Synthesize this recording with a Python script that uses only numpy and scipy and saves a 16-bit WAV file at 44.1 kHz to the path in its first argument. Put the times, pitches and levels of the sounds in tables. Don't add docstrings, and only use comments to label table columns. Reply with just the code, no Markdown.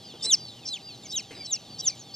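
import sys
import numpy as np
from scipy import signal
from scipy.fft import rfft, irfft
from scipy.io import wavfile
from scipy.ndimage import uniform_filter1d

SR = 44100
rng = np.random.default_rng(int(sys.argv[2]) if len(sys.argv) > 2 else 0)


def generate_wav(signal):
    frames = np.transpose(np.atleast_2d(signal))
    scaled = np.clip(frames, -1, 1) * 32767
    pcm = np.round(scaled).astype(np.int16)
    wavfile.write(sys.argv[1], SR, pcm)


N = 94815
T = np.arange(N) / SR


# time_s, pitch_hz, first_db, octave_db, third_db
FIRST_PEEP = [(0.238, 3530, -36.5, -46, -43), (0.2555, 3873, -31.5, -37, -94),
              (0.2605, 4003, -31, -38, -72), (0.2824, 4067, -28, -37.5, -64), (0.3039, 3885, -25, -32, -43),
              (0.3063, 3575, -23, -43, -33.5), (0.3133, 3483, -22.5, -23.5, -39),
              (0.3238, 3177, -27.5, -20, -55), (0.3273, 3077, -27.5, -16.5, -42),
              (0.3388, 2823, -32.5, -12.5, -37.5), (0.3473, 2550, -44, -17, -47),
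              (0.3567, 2082, -50, -34.5, -36)]
SECOND_PEEP = [(0.677, 4149, -38.5, -54, -82), (0.701, 4139, -37, -60, -64), (0.714, 4064, -34.5, -58, -58),
               (0.7305, 3887, -32, -44, -66), (0.7405, 3430, -28, -36.5, -44.5),
               (0.7442, 3310, -25.5, -44, -58), (0.7459, 3670, -31, -51, -68),
               (0.7486, 3620, -35, -44, -56), (0.7555, 3200, -36, -48, -63), (0.7615, 3104, -36, -45, -76),
               (0.7825, 2136, -50, -57, -58)]
THIRD_PEEP = [(1.116, 3687, -38, -65, -77), (1.123, 3740, -39, -47, -64), (1.1315, 3836, -35.5, -53, -54),
              (1.1559, 3820, -30, -45.5, -46.5), (1.1631, 3384, -31.5, -27, -46.5),
              (1.1774, 3115, -33.5, -26, -61), (1.1802, 2950, -34.5, -22, -59),
              (1.1903, 2674, -42, -37, -51), (1.1928, 2800, -38.5, -33, -58),
              (1.2055, 2214, -48, -37.5, -45), (1.212, 2010, -67, -44, -48)]
FOURTH_PEEP = [(1.466, 3984, -45.5, -53, -76), (1.5022, 3900, -39.5, -51.5, -56),
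               (1.5115, 3713, -36.5, -37, -52), (1.5214, 3406, -42, -29, -54),
               (1.5289, 3240, -59, -21, -67), (1.5367, 2967, -53, -19, -68),
               (1.5415, 2825, -40.5, -23.5, -69), (1.5505, 2783, -50, -31, -66),
               (1.5522, 2656, -60, -30.5, -47), (1.5568, 2494, -61, -31, -45), (1.568, 2010, -62, -38, -46)]
FIFTH_PEEP = [(1.815, 3936, -52, -73, -64), (1.835, 3940, -39, -55.5, -51), (1.8591, 3525, -37.5, -28, -44),
              (1.8655, 3386, -35.5, -27.5, -51), (1.8746, 3080, -42, -15.5, -60),
              (1.8829, 2905, -54, -18, -53), (1.8904, 2790, -48, -24, -64), (1.8933, 2690, -62, -44, -60),
              (1.8976, 2560, -51, -32, -52), (1.9043, 2229, -49, -29.5, -44), (1.9108, 2015, -73, -42, -41)]
PEEP_DB, SHIMMER_DB, JITTER, FLUTTER_HZ = 1.6, 1, 0.0048, 250
EDGE_S, GLIDE_S = 0.009, 0.003

def peep(contour):
    times, *columns = np.transpose(contour)
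    curves = [uniform_filter1d(np.interp(T, times, column), int(GLIDE_S * SR)) for column in columns]
    pitch_hz, first_db, octave_db, third_db = curves
    gate = np.clip(np.minimum(T - times[0], times[-1] - T) / EDGE_S + .5, 0, 1)
    phase = phase_of(pitch_hz * (1 + JITTER * drift(FLUTTER_HZ)))
    levels_db = [first_db, octave_db, third_db, third_db - 15.5]
    partials = [from_db(db) * np.sin(k * phase) for k, db in enumerate(levels_db, 1)]
    second_voice = np.sin(phase_of(hz=3820 * (1 + 0.0205 * drift(FLUTTER_HZ))))
    sidebands = partials[1] * from_db(-29) * second_voice
    hoarseness = from_db(-55) * drift(264) * np.sin(phase)
    husk = 1 + from_db(-28) * drift(1040)
    gain = from_db(PEEP_DB + SHIMMER_DB * drift(FLUTTER_HZ))
    voice = (sum(partials) + sidebands + hoarseness) * husk * gain
    beak_air = from_db(octave_db - 39) * unit_rms(butter(rng.standard_normal(N), [8000, 14000], "band"))
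    return gate * (butter(voice, 11340, "low", order=4) + beak_air)


# start_s, length_s, whistle_db, whistle_fraction, rattle_db,
# first_rate_hz, last_rate_hz, rate_jitter_fraction, upper_resonance_db
RASP_ONSETS = [(.222, .044, -28, 0.45, -20.5, 1320, 286, 0.1, -5),
               (0.648, 0.046, -34, 0.76, -25, 550, 800, .15, -25),
               (1.089, .044, -39.5, 1, -32.5, 900, 880, 0.04, -16),
               (1.446, .025, -46, .95, -25.5, 780, 520, .12, -23),
               (1.782, .032, -42, 0.28, -22, 930, 960, 0.01, -26),
               (2.138, 0.027, -32, 0.51, -30, 1440, 900, .1, -24)]
WHISTLE_HZ, WHISTLE_RISE_HZ_PER_S, RELEASE_S = 4630, 57000, 0.0045

def rasp(start, length, whistle_db, fraction, rattle_db, first_hz, last_hz, jitter, upper_db):
    progress = np.clip((T - start) / length, 0, 1)
    arch = np.sin(np.pi * np.minimum(progress / fraction, 1))
    whistle_hz = WHISTLE_HZ + WHISTLE_RISE_HZ_PER_S * progress * length
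    whistle = from_db(whistle_db) * arch * np.sin(phase_of(whistle_hz))
    rate_hz = (first_hz + (last_hz - first_hz) * progress) * (1 + jitter * drift(FLUTTER_HZ))
    cycles = np.cumsum(rate_hz * (progress > 0)) / SR
    swell = progress ** 0.86 * np.minimum((1 - progress) * length / RELEASE_S, 1)
    pulses = np.diff(np.floor(cycles), prepend=0) * swell
    pulses *= from_db(rattle_db + 1.5 * rng.standard_normal(N))
    throat = butter(resonate(pulses, hz=5225, t60_s=0.0024), 7500, "low", order=4)
    upper = from_db(upper_db) * resonate(pulses, hz=8240, t60_s=0.002)
    return whistle + butter(throat + upper, 9000, "low", order=6)


def resonate(pulses, hz, t60_s):
    radius, angle = from_db(-60 / (t60_s * SR)), 2 * np.pi * hz / SR
    sos = [[1, 0.032, -0.96, 1, -2 * radius * np.cos(angle), radius * radius]] * 2
    peak = np.abs(signal.sosfilt(sos, signal.unit_impulse(256))).max()
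    return signal.sosfilt(sos, pulses + 1e-18) / peak


# start_s, length_s, top_hz, end_hz, crest_fraction, first_db, octave_db
NEIGHBOUR_CALLS = [(.0, 0.065, 3450, 2690, 0.042, -51, -60), (.02, .11, 4940, 3600, 0.22, -46.5, -81),
                   (.08, 0.069, 3714, 2540, 0.046, -49, -62), (.13, .055, 3500, 2820, 0.061, -49.5, -68),
                   (.19, 0.058, 3690, 3310, 0.058, -43.5, -50), (.365, 0.15, 4800, 4120, .1, -42, -68),
                   (.425, 0.069, 3620, 2580, 0.046, -54, -57), (.46, 0.055, 5240, 4420, 0.12, -50, -69),
                   (.47, 0.075, 4050, 3110, 0.063, -44.5, -68),
                   (.555, 0.054, 3130, 2630, 0.056, -50.5, -72),
                   (.62, 0.044, 2650, 2070, 0.054, -55.5, -66), (.665, 0.045, 3600, 2680, .1, -60, -45),
                   (.675, 0.095, 4880, 3950, 0.23, -44, -75), (.815, .15, 4820, 3495, 0.265, -42, -72),
                   (.865, 0.057, 2860, 2330, 0.036, -50.5, -64), (.91, 0.076, 3530, 2610, 0.025, -60, -56),
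                   (1.018, 0.058, 3764, 2620, 0.022, -49, -39.5),
                   (1.04, 0.035, 2305, 2100, 0.23, -49.5, -70), (1.075, .07, 4860, 4130, 0.13, -43.5, -60),
                   (1.23, 0.048, 3470, 2840, 0.062, -76, -68), (1.35, 0.13, 4900, 4080, 0.18, -38.5, -72),
                   (1.395, 0.044, 2370, 2100, 0.072, -49, -66), (1.555, 0.028, 2850, 2490, 0.06, -46, -68),
                   (1.585, .11, 4400, 4120, 0.42, -56.5, -80), (1.685, .1, 4680, 4100, 0.17, -45, -67),
                   (1.84, .1, 4920, 4350, 0.48, -43.5, -73), (1.905, 0.047, 2420, 2060, 0.12, -51, -71),
                   (1.955, 0.082, 3670, 2530, 0.032, -61, -42.5), (2.0, 0.053, 4350, 4250, .4, -54, -83),
                   (2.085, 0.16, 4520, 4300, 0.51, -47.5, -75)]
ECHO_S, ECHO_DB = 0.014, -16.5

def neighbours():
    direct = far_peeps(NEIGHBOUR_CALLS)
    return direct + from_db(ECHO_DB) * np.interp(T - ECHO_S, T, direct)


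def far_peeps(calls):
    out = np.zeros(N)
    for start, length, top_hz, end_hz, crest, first_db, octave_db in calls:
        span = (T > start) & (T < start + length)
        progress = (T[span] - start) / length
        phase = phase_of(top_hz + (end_hz - top_hz) * ((progress - crest) / (1 - crest)) ** 2)
        out[span] += from_db(first_db) * np.sin(np.pi * progress) ** 0.67 * np.sin(phase)
        late_swell = np.sin(np.pi * progress ** 2.23)
        out[span] += from_db(octave_db) * late_swell * np.sin(2 * phase)
    return out * from_db(3 * drift(120))


def flock(calls_per_s=30):
    calls = []
    for when, long, high, loud in rng.random((int(calls_per_s * N / SR), 4)):
        start_s, length_s = when * N / SR - .04, .06 + .048 * long
        top_hz, level_db = 3200 + 1600 * high, -59 + 6 * loud
        calls.append((start_s, length_s, top_hz, .72 * top_hz, .15, level_db, level_db - 4 - 14 * high))
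    return far_peeps(calls)


# peak_s, rise_s, decay_s, thud_db, rustle_db
TOUCHES = [(0.142, 0.0041, 0.027, -45.5, -62), (0.263, 0.021, 0.028, -44, -51.5),
           (1.314, 0.0023, 0.022, -48, -48.5), (1.37, 0.033, 0.077, -53, -56)]
# frequency_hz, relative_density_db
THUD_SPECTRUM = [(100, -13), (250, -2.5), (460, -1), (700, -10), (1200, -16), (3000, -46)]
RUSTLE_SPECTRUM = [(600, -28), (1200, -4), (1700, 4.5), (2500, 8.5), (4000, -9), (9000, -5.5), (15000, -50)]

def hands():
    thud = noise(THUD_SPECTRUM)
    rustle = noise(RUSTLE_SPECTRUM) * from_db(2.1 * drift(200))
    out = np.zeros(N)
    for peak_s, rise_s, decay_s, thud_db, rustle_db in TOUCHES:
        envelope = np.exp(-np.maximum((peak_s - T) / rise_s, (T - peak_s) / decay_s))
        out += envelope * (from_db(thud_db) * thud + from_db(rustle_db) * rustle)
    return out


# start_s, gain_db
CLAW_TICKS = [(1.223, -46), (1.228, -38), (1.954, -43)]

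def claws(decay_s=0.0008):
    envelope = sum(from_db(db) * (T >= s) * np.exp(-np.abs(T - s) / decay_s) for s, db in CLAW_TICKS)
    return envelope * butter(rng.standard_normal(N), [5000, 10500], "band")


# frequency_hz, level_db, t60_s
HOLLOW_MODES = [(463, -38.5, 0.073), (1660, -50, .05), (2080, -45, 0.086), (2620, -50, .05)]

def knock(start_s=1.308):
    age = np.maximum(T - start_s, 0)
    return sum(from_db(db - 60 * age / t60) * np.sin(2 * np.pi * hz * age) for hz, db, t60 in HOLLOW_MODES)


# frequency_hz, rms_db
HUM_TONES = [(119, -62), (173, -69), (787, -63.5), (1173, -74)]
# frequency_hz, relative_density_db
AIR_SPECTRUM = [(25, -17), (48, -30), (75, -8.5), (120, 1.5), (220, -0.5), (330, -5), (600, -9),
                (820, -9.5), (1000, -16.5), (1500, -22.5), (2300, -21), (3300, -13.5), (4500, -9.5),
                (6300, -20.5), (8500, -27), (12000, -30.5), (15000, -35.5)]
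AIR_DB, AIR_FLICKER_DB, HUM_WAVER_HZ = -49.5, 0.6, 2.36

def fan():
    hum = sum(from_db(db) * np.sqrt(2) * np.sin(phase_of(hz + HUM_WAVER_HZ * drift(8.45)))
              for hz, db in HUM_TONES)
    return hum + from_db(AIR_DB + AIR_FLICKER_DB * drift(8.8)) * noise(AIR_SPECTRUM)


def room(sound, t60_s=0.26, wall_cutoff_hz=8900):
    age = T[:SR // 2]
    tail = butter(rng.standard_normal(len(age)), wall_cutoff_hz, "low")
    tail *= from_db(-60 * age / t60_s) * (age > .004)
    return signal.fftconvolve(sound, tail / np.linalg.norm(tail))[:N]


def stereo_placement(early, lag_s=2.1e-5, band_hz=(2550, 12800)):
    late = irfft(rfft(early) * np.exp(-2j * np.pi * np.fft.rfftfreq(N, 1 / SR) * lag_s), N)
    side = signal.sosfiltfilt(signal.butter(3, band_hz, "band", fs=SR, output="sos"), (early - late) / 2)
    return (early + late) / 2 + side * np.array([[1], [-1]])


def from_db(db):
    return 10 ** (np.asarray(db) / 20)


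def unit_rms(x):
    return x / np.sqrt(np.mean(x ** 2) + 1e-20)


def butter(x, hz, kind, order=2):
    return signal.sosfilt(signal.butter(order, hz, kind, fs=SR, output="sos"), x)


def drift(bandwidth_hz):
    return unit_rms(butter(rng.standard_normal(N + SR), bandwidth_hz, "low")[SR:])


def phase_of(hz):
    return 2 * np.pi * np.cumsum(hz) / SR


def noise(spectrum):
    hz, db = np.transpose(spectrum)
    bins_hz = np.maximum(np.fft.rfftfreq(N, 1 / SR), 1)
    gain = from_db(np.interp(np.log(bins_hz), np.log(hz), db))
    return unit_rms(irfft(rfft(rng.standard_normal(N)) * gain, N))


def scene():
    chick = sum(map(peep, (FIRST_PEEP, SECOND_PEEP, THIRD_PEEP, FOURTH_PEEP, FIFTH_PEEP)))
    chick += sum(rasp(*onset) for onset in RASP_ONSETS)
    others, crowd = neighbours(), flock()
    direct = chick + others + crowd + hands() + claws() + knock() + fan()
    reverberation = room(from_db(-27) * chick + from_db(-17.5) * others + from_db(-12) * crowd)
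    return stereo_placement(direct + reverberation)


def record(dry):
    return signal.sosfilt(signal.ellip(10, .1, 80, 15300, fs=SR, output="sos"), dry)


dry = scene()
out = record(dry)
generate_wav(out)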